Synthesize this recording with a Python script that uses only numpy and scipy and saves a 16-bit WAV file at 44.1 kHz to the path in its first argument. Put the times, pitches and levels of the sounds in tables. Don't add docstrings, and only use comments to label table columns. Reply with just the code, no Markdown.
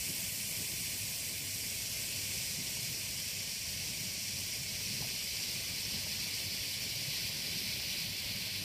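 import sys
import numpy as np
from scipy import signal
from scipy.fft import rfft, irfft, next_fast_len
from scipy.io import wavfile
from scipy.ndimage import uniform_filter1d, minimum_filter1d

SR = 44100
rng = np.random.default_rng(int(sys.argv[2]) if len(sys.argv) > 2 else 0)


def master(y):
    cut = np.clip(np.atleast_2d(y).T, -1, 1)
    pcm = np.round(cut * 32767)
    wavfile.write(sys.argv[1], SR, pcm.astype(np.int16))


def amplitude_ratio(level_db):
    exponent = np.asarray(level_db, float) / 20
    return 10 ** exponent


N = 381024


def rms_one(x):
    return x / np.sqrt(np.mean(x ** 2) + 1e-20)


def in_time(rows):
    s, *columns = np.transpose(rows)
    return [np.interp(np.arange(N) / SR, s, column) for column in columns]


def at_hz(points, hz):
    point_hz, point_db = np.transpose(points)
    return np.interp(np.log(hz), np.log(point_hz), point_db)


def drift(rate_hz):
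    r = np.exp(-2 * np.pi * rate_hz * 40 / SR)
    noise = rng.standard_normal(N // 40 + 2002)
    slow = signal.lfilter([1], [1, -2 * r, r * r], noise)[2000:]
    return np.interp(np.arange(N) / 40, np.arange(len(slow)), rms_one(slow))


def filtered(x, response):
    size = next_fast_len(N + SR // 2)
    hz = np.maximum(np.arange(size // 2 + 1) * SR / size, 1)
    return irfft(rfft(x, size) * response(hz), size)[:N]


def bands(spectrum, low_hz, high_hz, count):
    size = next_fast_len(N, True)
    hz = np.maximum(np.arange(size // 2 + 1) * SR / size, 1)
    noise = rfft(rng.standard_normal(size)) * amplitude_ratio(at_hz(spectrum, hz))
    place = np.log(hz / low_hz) / np.log(high_hz / low_hz) * (count - 1)
    place = np.clip(place, 0, count - 1)
    for k, centre_hz in enumerate(np.geomspace(low_hz, high_hz, count)):
        crossfade = np.maximum(1 - np.abs(place - k), 0)
        yield centre_hz, irfft(noise * crossfade, size)[:N]


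# frequency in Hz, rms level in dB.
MOTOR = [(98.5, -59.5), (197, -67.5)]


def hum():
    turns = np.cumsum(1 + 0.003 * drift(0.53)) / SR
    tone = 0
    for hz, db in MOTOR:
        tone = tone + np.sqrt(2) * amplitude_ratio(db + 2.3 * drift(2.5)) * np.sin(2 * np.pi * hz * turns)
    return tone


# start in seconds, peak level in dB.
POPS = [
    (2.768, -49),
    (5.005, -48),
    (5.022, -44),
    (5.044, -44),
    (6.066, -46),
]


def pops():
    decay_s = 0.007
    envelope = np.zeros(N)
    for s, db in POPS:
        envelope[round(s * SR)] = amplitude_ratio(db)
    envelope = signal.lfilter([1], [1, -np.exp(-1 / (decay_s * SR))], envelope + 1e-18)

    def dulling(hz):
        low_cut = (hz / 150) / np.sqrt(1 + (hz / 150) ** 2)
        return low_cut / (1 + (hz / 800) ** 3)

    return envelope * rms_one(filtered(rng.standard_normal(N), dulling))


def sparks():
    sparks_per_s, level_db = 600, -54
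    sizes = amplitude_ratio(5.0 * np.minimum(rng.exponential(1, N), 4))
    signs = rng.choice([-1, 1], N)
    clicks = sizes * signs * (rng.random(N) < sparks_per_s / SR)
    return amplitude_ratio(level_db) * rms_one(filtered(clicks, lambda hz: amplitude_ratio(at_hz(JET, hz))))


# centre in seconds, change in dB, length in seconds.
SWELLS = [(0.14, 4, 0.073), (0.604, 7, 0.05), (1.16, -4, 0.079), (1.4, 0, 0.083), (2.3, 1.5, .1),
          (2.62, 6, .05), (2.856, 2.5, 0.14), (3.3, -4, 0.098), (3.59, -5, 0.088), (4.025, 5, .1),
          (5.025, 6, 0.18), (5.253, -4, 0.21), (5.72, 4, .05), (5.95, 6, 0.055), (6.19, 5, 0.044),
          (6.716, -9, .06), (7.595, 6, 0.071), (8.29, 1, .08)]


def swells():
    t = np.arange(N) / SR
    return sum(db * np.exp(-0.5 * ((t - s) / (0.5 * length_s)) ** 2) for s, db, length_s in SWELLS)


# frequency in Hz, density in dB per Hz.
RUMBLE = [(20, -37), (50, -3), (85, -1.5), (110, 2.5), (191, -2.5), (343, -14.5), (420, -14.5), (600, -40)]


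def rumble(burn_db, swell_db):
    level_db = -50.5 + 0.65 * (burn_db - burn_db.mean())
    deep_hz = 110
    gusts_db = 0.7 * drift(14)
    lumps = 0
    for hz, band in bands(RUMBLE, 44, 290, count=6):
        band_swell_db = swell_db / (1 + (deep_hz / hz) ** 2)
        lumps = lumps + band * amplitude_ratio(gusts_db + band_swell_db + 2.6 * drift(27))
    return amplitude_ratio(level_db) * rms_one(lumps)


# time in seconds, hiss level in dB.
BURN = [(0.0, -37.5), (0.31, -39), (0.67, -38.5), (1.47, -39), (2.02, -38), (3.68, -39), (4.76, -39),
        (4.93, -38), (8.04, -38), (8.08, -39), (8.64, -39)]
BURN_HZ = [2950, 5000, 7540, 11500]
SINK_DB_PER_S = [0.24, 0.2, 0.36, -1.15, -0.02]
FRESH_DB = [1.1, 0, -2.5, -1, 4.5]
# time in seconds, frequency in Hz.
MOUTH = [(0, 5000), (2, 5200), (4.5, 5570), (5.5, 5000), (7, 4700), (8.64, 4200)]
# frequency in Hz, density in dB per Hz.
JET = [(250, -12), (420, -9), (640, -4), (820, -9), (1050, -7), (1500, -7.5), (1850, -5), (2300, -2),
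       (3200, 0.5), (4300, 2.5), (6000, 0), (7500, -0.5), (10000, -2), (15300, -8)]


def jet(burn_db, swell_db):
    fresh_s, mouth_width_hz, mouth_boost_db = 2.4, 2700, 6
    mouth_hz, = in_time(MOUTH)
    t = np.arange(N) / SR
    fresh = np.exp(-(t / fresh_s) ** 2)
    curves_db = burn_db + np.outer(SINK_DB_PER_S, t) + np.outer(FRESH_DB, fresh)
    curves_db[0] += 0.25 * swell_db + 0.6 * drift(16)
    curves_db = curves_db - curves_db.mean(axis=1, keepdims=True)
    places = np.log([700.0] + BURN_HZ)
    sputter_db = 0.22 * drift(4.9) + 0.3 * drift(16) + 0.18 * drift(45) + 0.29 * drift(320)
    hiss = 0
    for hz, band in bands(JET, 296, 14470, count=22):
        share = [np.interp(np.log(hz), places, corner) for corner in np.eye(len(places))]
        mouth_db = mouth_boost_db / (1 + (2 * (hz - mouth_hz) / mouth_width_hz) ** 2)
        in_step = np.clip(np.log(hz / 600) / np.log(6.0), 0, 1)
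        flicker_db = 0.77 * drift(30)
        hiss = hiss + band * amplitude_ratio(share @ curves_db + mouth_db + in_step * sputter_db + flicker_db)
    return amplitude_ratio(-38.5) * rms_one(hiss)


# delay in seconds, level in dB, dulling corner in Hz.
FENCE = [(.0331, -26, 2500), (.0446, -28, 9000), (.0887, -30, 9000), (.0959, -26, 4000),
         (.1115, -24, 18000), (.11449, -13, 2400), (.1221, -17.5, 7000), (.1945, -24, 2500)]
# delay in seconds, share of the direct sound.
NEARBY = [(.0007, .08), (.0012, .05), (.00172, .04), (.002, .06), (.00228, .05), (.0054, .03)]


def paths(hz):
    sand_s, sand_share, sand_cut_hz = 0.000336, 0.43, 1980

    def delayed(s):
        return np.exp(-2j * np.pi * hz * s)

    sand = sand_share * delayed(sand_s) / (1 + 1j * hz / sand_cut_hz)
    fence = sum(amplitude_ratio(db) * delayed(s) / (1 + 1j * hz / dull_hz) ** 2 for s, db, dull_hz in FENCE)
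    nearby = sum(share * delayed(s) for s, share in NEARBY)
    return (1 + sand) * (1 + nearby) + fence


def scene():
    swell_db = swells()
    burn_db, = in_time(BURN)
    flare = filtered(jet(burn_db, swell_db) + sparks(), paths)
    mono = flare + pops() + rumble(burn_db, swell_db) + hum()
    return np.array([mono, mono])


# centre in Hz, width in Hz, gain in dB.
DIPS_AND_PEAKS = [(1320, 170, -7), (1720, 200, -3), (3300, 120, -2), (3750, 200, -3.5), (4150, 200, -1.5),
                  (6380, 150, -6), (6800, 120, -2), (7400, 300, -1.5), (9200, 220, -3), (10300, 300, -2),
                  (13400, 250, -1.5), (14250, 200, 1.0),
                  (2243, 520, 5.5), (8150, 280, 2), (13150, 750, 6.5), (13750, 300, 2.5), (14800, 300, 6),
                   (15250, 200, 1.5)]


def colouring(hz):
    low_cut_hz = 38
    colour_db = 0
    for centre_hz, width_hz, db in DIPS_AND_PEAKS:
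        colour_db = colour_db + db / (1 + (2 * (hz - centre_hz) / width_hz) ** 2)
    return amplitude_ratio(colour_db) / np.sqrt(1 + (low_cut_hz / hz) ** 6)


def starve(x):
    top_hz, dead_db = 15310, -5.5
    hz, _, cells = signal.stft(x, SR, nperseg=2048, noverlap=1536)
    row_hz = hz[:, None]
    power = np.abs(cells) ** 2
    steady = uniform_filter1d(power, size=60, axis=1)
    alive = power > uniform_filter1d(steady, size=9, axis=0) * amplitude_ratio(2 * dead_db) * (row_hz > 300)
    near = uniform_filter1d(uniform_filter1d(power, size=4, axis=0), size=5, axis=1)
    limit_db = -8.3 + 5.2 * np.log2(np.maximum(row_hz, 1) / 8000)
    limit_db = limit_db - 40 * (row_hz < 3000)
    kept = near > uniform_filter1d(steady, size=90, axis=0) * amplitude_ratio(2 * limit_db)
    kept = minimum_filter1d(kept * 1.0, size=3, axis=0)
    gated = cells * alive * (row_hz < top_hz) * (0.05 + 0.95 * kept)
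    return signal.istft(gated, SR, nperseg=2048, noverlap=1536)[1][:N]


def band_limit(x):
    return signal.sosfilt(signal.butter(12, 15400, fs=SR, output="sos"), x)


def record(dry):
    mono = starve(filtered(dry[0], colouring))
    return band_limit(np.array([mono, mono]))


dry = scene()
out = record(dry)
master(out)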